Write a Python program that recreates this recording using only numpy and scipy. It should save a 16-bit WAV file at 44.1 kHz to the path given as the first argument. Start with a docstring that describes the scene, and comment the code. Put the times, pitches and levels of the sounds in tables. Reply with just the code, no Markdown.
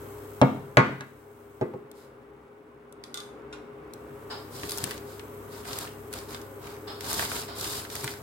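"""A table-top cooker hums and whirs in a small kitchen; three heavy knocks soon land on the table, lighter ones later.
Chopsticks clink and tick on a small bowl, scuff it, then rustle as they stir chopped herbs.
Knocks are springy pushes and cracks that set off table modes, early echoes and the room; the bowl and
the sticks are decaying modes with snaps of noise; stirring is noise broken into slips, with tiny rings of grit.
The cooker is coloured noise, wandering tones and a mains hum. Two microphones share the bass more than the treble."""
import sys
import numpy as np
from scipy import signal
from scipy.fft import rfft, irfft, next_fast_len
from scipy.io import wavfile

SR = 44100
rng = np.random.default_rng(int(sys.argv[2]) if len(sys.argv) > 2 else 0)


def store_pcm(level_fs):
    """Save levels as 16-bit WAV."""
    pcm = np.round(np.clip(level_fs, -1, 1) * 32767).astype(np.int16)
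    wavfile.write(sys.argv[1], SR, np.atleast_2d(pcm).T)


N = 362502
T = np.arange(N) / SR   # seconds

# Colour of the kitchen's echo. Each row: frequency in Hz, level in dB.
KITCHEN_COLOUR = [(30, -22), (70, -11), (130, 0), (300, 6.5), (700, 0), (1500, -1.5), (2200, -0.5),
                  (3000, -3), (5000, -10), (9000, -11), (16000, -49.5)]
# How alike the two microphones hear a sound. Each row: frequency in Hz, likeness (1 is identical).
MIC_LIKENESS = [(130, 0.95), (300, 0.8), (640, 0.3), (1400, 0.12), (3100, 0.013), (7000, 0.015)]
# Strokes of the chopsticks. Each row: start in seconds, length in seconds, relative levels of crisp rustle
# and of rubbing in dB.
STIR_STROKES = [(1.923, 0.11, -60, -64), (4.508, 0.3, -42.5, -47), (4.767, 0.16, -43, -45.5),
                (5.043, 0.1, -51.5, -57), (5.486, 0.12, -49, -48.5), (5.639, 0.19, -40, -40.5),
                (6.107, 0.08, -43.5, -43.5), (6.264, 0.069, -44, -44.5), (6.596, 0.13, -52.5, -46),
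                (6.996, 0.05, -39, -39.5), (7.06, 0.18, -30.5, -36.5), (7.266, 0.13, -34, -38),
                (7.545, 0.24, -34, -41.5), (7.878, 0.23, -40, -44.5)]
# every stroke swells, holds and dies away alike
STROKE_ATTACK_S, STROKE_T60_S = 0.047, 0.36


def from_db(db):
    """Decibels to gain."""
    return 10 ** (np.asarray(db) / 20)


def rms_one(x):
    """Scale to unit power."""
    return x / np.sqrt(np.mean(x ** 2) + 1e-20)


def in_time(rows):
    """Each column of a curve at every sample."""
    s, *columns = np.transpose(rows)
    return [np.interp(T, s, c) for c in columns]


def at_hz(points, hz):
    """Read a table on a log-frequency axis."""
    f, value = np.transpose(points)
    return np.interp(np.log(hz + 1), np.log(f), value)


def cut(x, hz, kind, order=2):
    """Causal low-pass or high-pass."""
    sos = signal.butter(order, min(hz, .45 * SR), kind, fs=SR, output="sos")
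    return signal.sosfilt(sos, x)


def band(x, low_hz, high_hz, low_order=2):
    """High-pass, then low-pass."""
    return cut(cut(x, low_hz, "high", low_order), high_hz, "low")


def dying(t60, size):
    """Exponential decay by 60 dB in t60 seconds."""
    return np.exp(-np.log(1000) * T[:size] / t60)


def air_noise(colour, size=N, ripple_db=0):
    """Diffuse noise at two microphones, as alike at each frequency as the likeness table says; rms 1."""
    padded = next_fast_len(size, True)
    hz = np.fft.rfftfreq(padded, 1 / SR)
    mid, side = rfft(rng.standard_normal((2, padded)))
    alike = np.clip(at_hz(MIC_LIKENESS, hz), -1, 1)
    pair = np.sqrt(1 + alike) * mid + np.sqrt(1 - alike) * side * [[1], [-1]]
    # reflections from nearby surfaces leave fine, steady peaks and dips in the spectrum
    grid = np.geomspace(450, 16000, 220)
    ripple = np.interp(hz, grid, rng.standard_normal(len(grid)), left=0)
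    shape = from_db(at_hz(colour, hz) + ripple_db * ripple)
    return rms_one(irfft(pair * shape, padded)[:, :size])


def tail(colour, t60, size=SR):
    """Dense reflections as a dying-noise response of unit energy per microphone on average."""
    return rms_one(air_noise(colour, size) * dying(t60, size)) / np.sqrt(size)


def ringing(modes, size=SR):
    """Struck modes as decaying sines; the higher ones reach the two microphones out of step."""
    out = 0
    for k, (hz, db, t60) in enumerate(modes):
        alike = np.clip(at_hz(MIC_LIKENESS, hz), -1, 1)
        skew = np.arccos(alike) / 2 * rng.choice([-1, 1])
        wave = np.sin(2 * np.pi * hz * T[:size] + skew * np.array([[1], [-1]]))
        out = out + (-1) ** k * from_db(db) * dying(t60, size) * wave
    return out


def uneven(modes, spread_db):
    """Each blow lands on another spot and shares its force among the modes in its own way."""
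    return [(hz, db + spread_db * rng.standard_normal(), t60) for hz, db, t60 in modes]


def through(x, response):
    """Pass a sound through a response."""
    return signal.fftconvolve(np.atleast_2d(x), response, axes=1)[:, :x.shape[-1]]


def spaced(x, lag_ms):
    """The left microphone hears a sound later (positive lag) or earlier than the right."""
    t = T[:len(x)]
    delays = [max(side * lag_ms, 0) / 1000 for side in (1, -1)]
    return np.array([np.interp(t - delay, t, x, left=0) for delay in delays])


def panned(x, pan_db):
    """Lean a sound to the left."""
    return x * from_db([[pan_db / 2], [-pan_db / 2]])


def add(out, s, sound):
    """Mix a sound in at its moment."""
    at = round(s * SR)
    out[:, at:at + sound.shape[1]] += sound[:, :N - at]


def knocks(rebound_weight_db=-8.5, rebound_crack_db=-3, shudder_hz=133, ring_db=-44.5,
           clatter_db=-7, clatter_t60=0.075, room_db=-9, room_t60=0.51):
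    """A blow makes the table top shudder while the dish rebounds; table, dishes and room ring on."""
    # Heavy and light knocks on the table. Each row: start in seconds, relative force in dB, contact resonance
    # in Hz, crack in dB re force, weight in dB re force, lag of the left microphone in ms, time to the first
    # rebound in seconds, rebound in dB re force, rebound resonance in Hz, shudder in dB re force,
    # shudder length in seconds.
    blows = [(0.4152, 2, 816, -14, -7.5, -0.22, 0.0044, -13, 1000, -19.5, 0.051),
             (0.7705, 6.5, 1460, -11, -12.5, -0.3, .0085, -8.5, 1190, -20, 0.034),
             (1.008, -28.5, 1540, 2, -15, -0.23, 0.0053, -12, 1200, -30, 0.022),
             (1.6125, -14, 403, -18.5, -15, 0.15, 0.0052, -7.5, 1000, -12, 0.025),
             (1.738, -27.5, 740, -36, -11, 0, .0055, -3.5, 398, -9.5, 0.017),
             (4.63, -43.5, 141, -25, 8.5, 0, 0.0073, -18, 140, 4, 0.011),
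             (4.831, -33, 202, -14, -2.5, -0.26, 0.0087, -22, 200, -1, 0.012),
             (8.033, -37.5, 129.8, -22.5, -4, .2, 0.0092, -10, 139, 5.5, 0.034)]
    # Table and dishes ring together. Each row: frequency in Hz, relative level in dB, t60 in seconds.
    table_modes = [(135.6, -17, 0.73), (150.6, -16, 0.63), (171, -19, 0.36), (204, -16, 0.17),
                   (261.3, -1.5, 0.34), (293.6, 3, .13), (354.4, 2, 0.35), (381, 6.5, .14),
                   (417, 1.5, 0.42), (498, 4.5, 0.23), (556, -7, .3), (624, -4.5, 0.21), (665, -10, 0.22),
                   (803, 4, 0.1), (880, 11, 0.051), (906, -0.5, 0.23), (983, 5.5, 0.073), (1087, 4, 0.18),
                   (1167, -3.5, .22), (1210, -5, .3), (1288, -2.5, 0.18), (1440, -6, .3), (1580, -3, 0.2),
                   (1706, -18, 0.33), (1665, 2, 0.19), (1998, -4, 0.33), (2080, -18, 0.35),
                   (2190, -2, 0.32), (2453, -2, 0.17), (2640, 0, 0.14)]
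    out, t, room = np.zeros((2, N)), T[:SR], tail(KITCHEN_COLOUR, room_t60)
    for (s, db, first_hz, crack_db, weight_db, lag_ms,
         gap_s, rebound_db, rebound_hz, shudder_db, shudder_s) in blows:
        force = np.zeros((1, SR))
        add(force, 0, contact(first_hz, crack_db, weight_db))
        for delay, drop_db in rebounds(gap_s, rebound_db):
            touch = contact(rebound_hz, crack_db + rebound_crack_db, weight_db + rebound_weight_db)
            add(force, delay, from_db(drop_db) * touch)
        swell = np.sin(np.pi * np.minimum(t / shudder_s, 1))
        shudder = from_db(shudder_db) * np.sin(2 * np.pi * shudder_hz * t) * swell
        direct = spaced(force[0] - shudder, lag_ms)
        early = from_db(clatter_db) * through(force, clatter(clatter_t60))
        body = from_db(ring_db) * ringing(uneven(table_modes, spread_db=2.5)) + from_db(room_db) * room
        add(out, s, from_db(db) * (direct + early + through(force, body)))
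    return cut(out, 86, "high", order=3)


def contact(hz, crack_db, weight_db, damping=0.65, crack_t60=0.016, crack_hz=4200, weight_hz=200):
    """One touch of a dish on the table: a springy push, a crack and a slow shove."""
    t = T[:SR // 20]
    phase = 2 * np.pi * hz * t
    spring = cut(np.sin(phase) * np.exp(-damping * phase / 2), hz / 4, "high", order=1)
    crack = cut(rng.standard_normal(len(t)), crack_hz, "low") * dying(crack_t60, len(t))
    shove = np.sin(np.minimum(2 * np.pi * weight_hz * t, np.pi))   # half a cycle
    return (from_db(crack_db) * crack - spring - from_db(weight_db) * shove)[None]


def rebounds(gap_s, rebound_db, count=4, loss_db=3.5, shrink=0.94):
    """A dish rocks to rest, each rebound weaker and sooner than the last: (delay s, dB re first blow)."""
    k = np.arange(count)
    return zip(np.cumsum(gap_s * shrink ** k), rebound_db - loss_db * k)


def clatter(t60, lag_ms=0.37, count=24, first_echo_s=0.0027):
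    """Separate early echoes off the table top, pot and dishes, each from its own side; unit energy."""
    # Colour of the early clatter. Each row: frequency in Hz, level in dB.
    clatter_colour = [(30, -18), (70, -21), (130, -1.5), (300, 18), (600, 25), (950, 1), (1500, 12),
                      (2500, 10.5), (5000, -1), (9000, -63), (16000, -31)]
    size = SR // 8
    hz = np.fft.rfftfreq(size, 1 / SR)
    echoes = 0
    for when, side, sign in rng.uniform([0, -1, -1], 1, (count, 3)):
        delay = first_echo_s + when * t60 * 2 / 3
        arrival = delay + side * lag_ms / 1000 * np.array([[1], [-1]]) / 2
        # a delay is a phase slope in the spectrum
        echoes = echoes + np.sign(sign) * np.exp(-np.log(1000) * delay / t60 - 2j * np.pi * hz * arrival)
    return rms_one(irfft(echoes * from_db(at_hz(clatter_colour, hz)), size)) / np.sqrt(size)


def clinks(ring_db=-23, rattle_db=-12, rattle_t60=0.16, stick_db=-13, snap_t60=0.019, snap_db=-6,
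           wood_db=-19, wood_hz=1700, wood_t60=0.02, room_db=-2, room_t60=0.4):
    """A tip snaps and rattles on the bowl; a held bowl leaves mostly the stick's dry ring, in the room."""
    # Chopsticks on the bowl. Each row: start in seconds, relative level in dB, low-pass brightness in Hz,
    # share of free ringing from 0 to 1.
    strikes = [(3.0383, -25.5, 7500, 0.14), (3.1426, -20, 11200, 0.6), (3.1738, -22, 7500, 0.8),
               (3.2025, -26.5, 7000, 0.5), (3.234, -40.5, 10000, 0.6), (4.6944, -18.5, 14000, 0.1),
               (4.719, -17.5, 14400, 0.15), (6.346, -15.5, 3370, 0.27), (7.9635, -19, 6000, 0)]
    # The bowl. Each row: frequency in Hz, relative level in dB, t60 in seconds.
    bowl_modes = [(1190, -7.5, .16), (1443, -1, 0.13), (2050, -3, 0.15), (2470, -38, .1), (2990, -6, .14),
                  (3366, 11, 0.065), (3450, 5, 0.044), (3590, 8, .1), (3920, 12, .035), (4340, -7, .12),
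                  (4500, -1, .04), (4883, -7, .13), (5400, -25, 0.081), (6277, -15, .13), (6438, -14, 0.11),
                  (6659, 5, 0.081), (7250, -6, .08), (8300, -6, .13), (8460, 7, 0.084), (10700, -5, 0.12),
                  (10350, -9, 0.1), (12670, -7, .15), (13150, -7, .11), (14240, -6, .12)]
    # The chopstick's own dry ring. Each row: frequency in Hz, relative level in dB, t60 in seconds.
    stick_modes = [(3800, 2, 0.0058), (4100, -1, 0.019), (4770, 5, 0.015), (6700, -16, .02),
                   (9900, -9, 0.057)]
    out, size = np.zeros((2, N)), SR // 2
    for s, db, bright_hz, free in strikes:
        free = np.clip(free, 0, 1)
        snap = cut(rng.standard_normal((2, size)), 3900, "high", order=3) * dying(snap_t60, size)
        # a loose tip buzzes on the bowl
        rattle = band(rng.standard_normal((2, size)), 3100, 6500, low_order=3) * dying(rattle_t60, size)
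        bowl = from_db(ring_db) * ringing(uneven(bowl_modes, spread_db=2.5), size)
        bowl = bowl + from_db(rattle_db) * rattle
        ring = free * bowl + (1 - free) * from_db(stick_db) * ringing(stick_modes, size)
        wood = from_db(wood_db) * woody(wood_hz, wood_t60, size)
        add(out, s, from_db(db) * cut(from_db(snap_db) * snap + ring + wood, bright_hz, "low"))
    touch_second_dish(out)
    echo = tail([(1000, 13.5), (4000, -1.5), (8000, 0.5), (13000, 7), (16000, -4)], room_t60)
    return out + from_db(room_db) * through(out, echo)


def touch_second_dish(out, snap_db=5, snap_t60=0.19):
    """A light touch on a second dish: its modes ring under a burst of mid-range noise."""
    # The touch: start in seconds, relative level in dB.
    dish_touch = (3.527, -44.5)
    # The second dish. Each row: frequency in Hz, relative level in dB, t60 in seconds.
    dish_modes = [(1437, 2, .12), (2466, -3, .08), (2767, -5, .13), (3639, -4, .11), (3930, -3, .1),
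                  (5572, -4, .1), (7397, -4, .08), (9448, -13, .1)]
    s, db = dish_touch
    size = SR // 2
    snap = band(rng.standard_normal((2, size)), 700, 4100) * dying(snap_t60, size)
    add(out, s, from_db(db) * (ringing(dish_modes, size) + from_db(snap_db) * snap))


def woody(hz, t60, size, spread=1.5):
    """A dull, quickly dying knock of wood: noise from a factor below to a factor above one pitch."""
    flat = air_noise([(100, 0), (16000, 0)], size)
    return rms_one(band(flat, hz / spread, hz * spread)) * dying(t60, size)


def ticks(tick_t60=0.016, ring_t60=0.015, low_t60=0.029, tick_db=-3, wood_db=-3, stick_db=-20, room_db=-10):
    """Touches damped by the fingers: a sharp top, a woody part, and a brief ring at random pitches."""
    # Dry ticks of the chopstick tips. Each row: start in seconds, relative level in dB,
    # relative level of the woody part in dB re the top, its pitch in Hz.
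    touches = [(1.9147, -31, -33, 1500), (2.925, -32, -34, 2930), (3.936, -25, -22, 4000),
               (4.633, -32, 8.5, 1820), (4.690, -26, -8, 4000), (4.708, -13.5, -20, 4000),
               (4.775, -14.5, -17, 940), (4.783, -12.5, -17.5, 930), (4.840, -6.5, -15, 2500),
               (4.874, -27, -2, 900), (4.909, -19.5, -4, 2500), (4.916, -26, -1.5, 1700),
               (4.978, -32, -2, 4000), (5.195, -35, 2.5, 2230), (5.653, -34.5, 5, 1097),
               (5.677, -28.5, -6, 3800), (5.731, -25.5, 0, 3500), (5.787, -12.5, -21, 3500),
               (5.810, -28.5, -2, 3500), (5.852, -33, 3.5, 1090), (6.128, -22, -8.5, 3050),
               (6.137, -17, -10.5, 2500), (6.187, -30, -4, 3220), (6.307, -29, -10, 1500),
               (6.415, -31.5, -6, 5000), (6.671, -35.5, 2.5, 1430), (7.008, -22.5, -5.5, 3000),
               (7.0436, -30, 2, 3500), (7.0655, -30, 2.5, 4500), (7.13, -10, -24, 3000),
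               (7.194, -16.5, 0, 1290), (7.225, -22, 2, 1096), (7.3164, -26, 5, 1347),
               (7.593, -31, -12, 1500), (7.610, -18, -10, 4560), (7.643, -22, -1.5, 4000),
               (7.795, -35, 4, 1450), (7.85, -36, 7, 1600), (7.901, -28.5, -1.5, 3500),
               (7.954, -15.5, -10, 1680), (8.038, -28, -7.5, 1420), (8.043, -12.5, -10.5, 1600),
               (8.077, -24.5, 4, 1740)]
    # Where the ticks are heard. Each row: time in seconds, lean to the left in dB.
    tick_pan = [(4.9, 2.5), (5.7, -0.5)]
    out, size = np.zeros((2, N)), SR // 10
    for s, db, low_db, wood_hz in touches:
        top = band(rng.standard_normal((2, size)), 8900, 10500) * dying(tick_t60, size)
        pitches = rng.uniform(3140, 11650, size=8)
        top += ringing([(hz, stick_db, ring_t60) for hz in pitches], size)
        wood = from_db(low_db + wood_db) * woody(wood_hz, low_t60, size)
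        lean_db = np.interp(s, *np.transpose(tick_pan))
        add(out, s, from_db(db + tick_db) * panned(top + wood, lean_db))
    return out + from_db(room_db) * through(out, tail(KITCHEN_COLOUR, 0.33))


def stroke(s, length_s):
    """Attack, hold and release of one stroke."""
    attack = np.clip((T - s) / STROKE_ATTACK_S, 0, 1)
    return attack * np.exp(-np.log(1000) * np.clip((T - s - length_s) / STROKE_T60_S, 0, 2))


def grains(per_s, spread_db, t60):
    """Envelope of many tiny slips of uneven size; rms 1."""
    slips = (rng.random(N) < per_s / SR) * from_db(spread_db * np.minimum(rng.exponential(1, N), 4))
    decay = np.exp(-2 * np.log(1000) / (t60 * SR))   # of the power, per sample
    power = signal.lfilter([1], [1, -decay], slips ** 2 + 1e-12)
    return rms_one(np.sqrt(power))


def stirring(crisp_gain_db=-3.5, rub_gain_db=-0.95, direct_db=-4, lag_ms=0.248, catch_db=-11):
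    """Leaves crackle between the tips as the chopsticks rub round the bowl, after a faint early rustle as they
    turn in the hand; now and then a tip catches."""
    # Colours of the rustle and of the rubbing. Each row: frequency in Hz, level in dB.
    crisp_colour = [(1200, -46), (2500, -6.5), (3500, 0.5), (5000, 1), (6000, -2.5), (8300, -2), (9800, -1),
                    (12000, -2), (15700, -8)]
    rub_colour = [(35, -22), (70, 5), (130, 0), (250, -2), (500, -6.5), (900, 0), (1500, -4.5), (2500, -15),
                  (4200, -15.5), (7000, -22), (16000, -48)]
    crisp_power, rub_power = 0, 0
    for s, length_s, crisp_db, rub_db in STIR_STROKES:
        effort = stroke(s, length_s)
        crisp_power = crisp_power + (from_db(crisp_db) * effort) ** 2
        rub_power = rub_power + (from_db(rub_db) * effort) ** 2
    fine_slips = grains(per_s=1500, spread_db=-1.5, t60=0.053)
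    catches = from_db(catch_db) * grains(per_s=44, spread_db=0.8, t60=0.0083)
    slips = np.hypot(fine_slips, catches)
    direct = from_db(direct_db) * spaced(air_noise(crisp_colour)[0], lag_ms)
    rustle = air_noise(crisp_colour, ripple_db=-3.0) + direct
    crisp = from_db(crisp_gain_db) * np.sqrt(crisp_power) * rustle
    rub = from_db(rub_gain_db) * np.sqrt(rub_power) * air_noise(rub_colour, ripple_db=3.0)
    return panned(slips * (crisp + rub), 0.55)


def grit(per_s=260, spread_db=3.5, cycles=16, tilt_db=4, grit_db=-2, low_hz=900, high_hz=11000, room_db=-8):
    """Tiny bits snap under each stroke (herbs in the bowl; at 1.9 s the chopsticks turning in the hand), each a
    few cycles at its own pitch; low follow rub, high rustle."""
    out = np.zeros((2, N))
    for s, length_s, crisp_db, rub_db in STIR_STROKES:
        bits = rng.random(size=(120, 3))[:round(per_s * length_s)]
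        for when, pitch, chance in bits:
            hz = low_hz * (high_hz / low_hz) ** pitch
            level_db = rub_db + pitch * (crisp_db + tilt_db - rub_db)
            db = grit_db + level_db + spread_db * min(-np.log(1 - chance), 3)
            snap = ringing([(hz, db, cycles / hz)], SR // 20)
            add(out, s + STROKE_ATTACK_S + when * length_s, snap)
    return out + from_db(room_db) * through(out, tail(KITCHEN_COLOUR, 0.41))


def scuffs(attack_s=0.014):
    """Brief dry slides: coloured noise that starts quickly and fades."""
    # Each row: start in seconds, relative level in dB, t60 in seconds.
    slides = [(4.298, -33, 0.44), (6.869, -36.5, 0.56), (7.475, -39, 0.94)]
    # Each row: frequency in Hz, level in dB.
    scuff_colour = [(200, -9), (500, 4), (1300, 7), (2400, -8), (3100, -1.5), (4700, 0.5), (5200, 4),
                    (5700, -19), (8000, -12), (16000, -39)]
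    out, size = np.zeros((2, N)), SR // 3
    for s, db, t60 in slides:
        shape = np.minimum(T[:size] / attack_s, 1) * dying(t60, size)
        add(out, s, from_db(db) * air_noise(scuff_colour, size, ripple_db=4) * shape)
    return out


def cooker(rush_db=-1.0, tones_db=-1, hiss_db=-1):
    """Fan rush with its tones, a low rumble, mains hum and a thin hiss with a faint whine."""
    # The background sinks and swells: level of the fan's rush, and of a thin hiss that sinks and returns, then
    # stays. # Each row: time in seconds, relative level in dB.
    fan_level = [(0.0, -45), (0.71, -48.5), (1.08, -53.5), (1.88, -51.5), (2.72, -54), (3.39, -47.5),
                 (3.73, -48), (4.67, -45), (5.88, -46.5), (7.21, -46), (7.83, -46.5), (8.22, -46)]
    hiss_level = [(0, -47), (.4, -48.5), (.55, -52.5), (1.1, -58), (1.62, -58), (1.85, -66.5), (3.1, -70),
                  (3.92, -64), (3.96, -57.5), (4.5, -49)]
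    # Colours of fan, rumble and hiss. Each row: frequency in Hz, level in dB.
    fan_colour = [(30, -41), (60, -44), (170, -11), (310, 3), (365, -5.5), (480, -3.5), (525, 3.5),
                  (600, -5.5), (1100, -6), (1800, -13), (3000, -25.5), (6000, -43), (16000, -55)]
    rumble_colour = [(20, -24), (35, -38), (66, 9.5), (88, -14.5), (135, 8.5), (165, -3), (300, -9),
                     (1000, -47)]
    hiss_colour = [(1500, -10.5), (3200, 0.5), (4300, -4.5), (5700, -3.5), (7200, 0.5), (8100, 2),
                   (9300, -4), (10400, 1.5), (11000, -3.5), (12300, 2.5), (13600, -15.5), (15800, 6)]
    # Tones of the fan and its casing. Each row: frequency in Hz, width in Hz, relative level in dB.
    fan_tones = [(240.8, 1.3, -11.5), (305.5, 6.3, -11.5), (407, 9, 0), (430, 4.5, -7)]
    # dB at the loudest, and dB lost for each dB that the fan (rumble) or the hiss (hum) loses
    rumble_db, rumble_follows = -52.5, 1.3
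    mains_db, mains_follows, mains_hz = -50.5, 1, 100
    # whine: centre and width, dB re the hiss curve's maximum, dB lost for each dB that the hiss loses
    whine_hz, whine_width_hz, whine_db, whine_follows = 13050, 320, -11.5, 1.3

    fan_db, = in_time(fan_level)
    fan_dip_db = fan_db - fan_db.max()
    tones = sum(from_db(db) * whir(hz, width_hz) for hz, width_hz, db in fan_tones)
    rush = from_db(rush_db) * panned(air_noise(fan_colour, ripple_db=2.5), 0.7)
    fan = from_db(fan_db) * (rush + from_db(tones_db) * panned(tones, 3.4))
    rumble = from_db(rumble_db + rumble_follows * fan_dip_db) * air_noise(rumble_colour)

    thin_db, = in_time(hiss_level)
    thin_dip_db = thin_db - thin_db.max()
    hum = np.sqrt(2) * np.sin(2 * np.pi * mains_hz * T)   # rms 1
    mains = from_db(mains_db + mains_follows * thin_dip_db) * hum
    flicker = grains(per_s=5100, spread_db=3.5, t60=0.019)
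    hiss = from_db(thin_db + hiss_db) * air_noise(hiss_colour, ripple_db=2.4) * flicker
    whine_pair = np.array([whir(whine_hz, whine_width_hz) for side in "LR"])
    whine = from_db(thin_db.max() + whine_db + whine_follows * thin_dip_db) * whine_pair
    return fan + panned(rumble + mains + hiss + whine, 1.95)


def whir(hz, width_hz):
    """A tone whose phase wanders while its height wavers less than the noise that steers it."""
    # the first second is dropped, so the filter has settled
    real, imaginary = cut(rng.standard_normal((2, N + SR)), width_hz / 2, "low", order=1)[:, SR:]
    wander = real + 1j * imaginary
    return rms_one(np.sqrt(np.abs(wander)) * np.cos(2 * np.pi * hz * T + np.angle(wander)))


def scene():
    """The table, the bowl and the cooker in the kitchen."""
    return panned(knocks(), 1.0) + clinks() + ticks() + stirring() + grit() + scuffs() + cooker()


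def record(dry, cutoff_hz=15900):
    """The highest peaks are rounded and the top is cut."""
    rounded = dry / (1 + dry ** 4) ** .25
    return signal.sosfilt(signal.ellip(12, .1, 80, cutoff_hz, fs=SR, output="sos"), rounded)


dry = scene()
out = record(dry)
store_pcm(out)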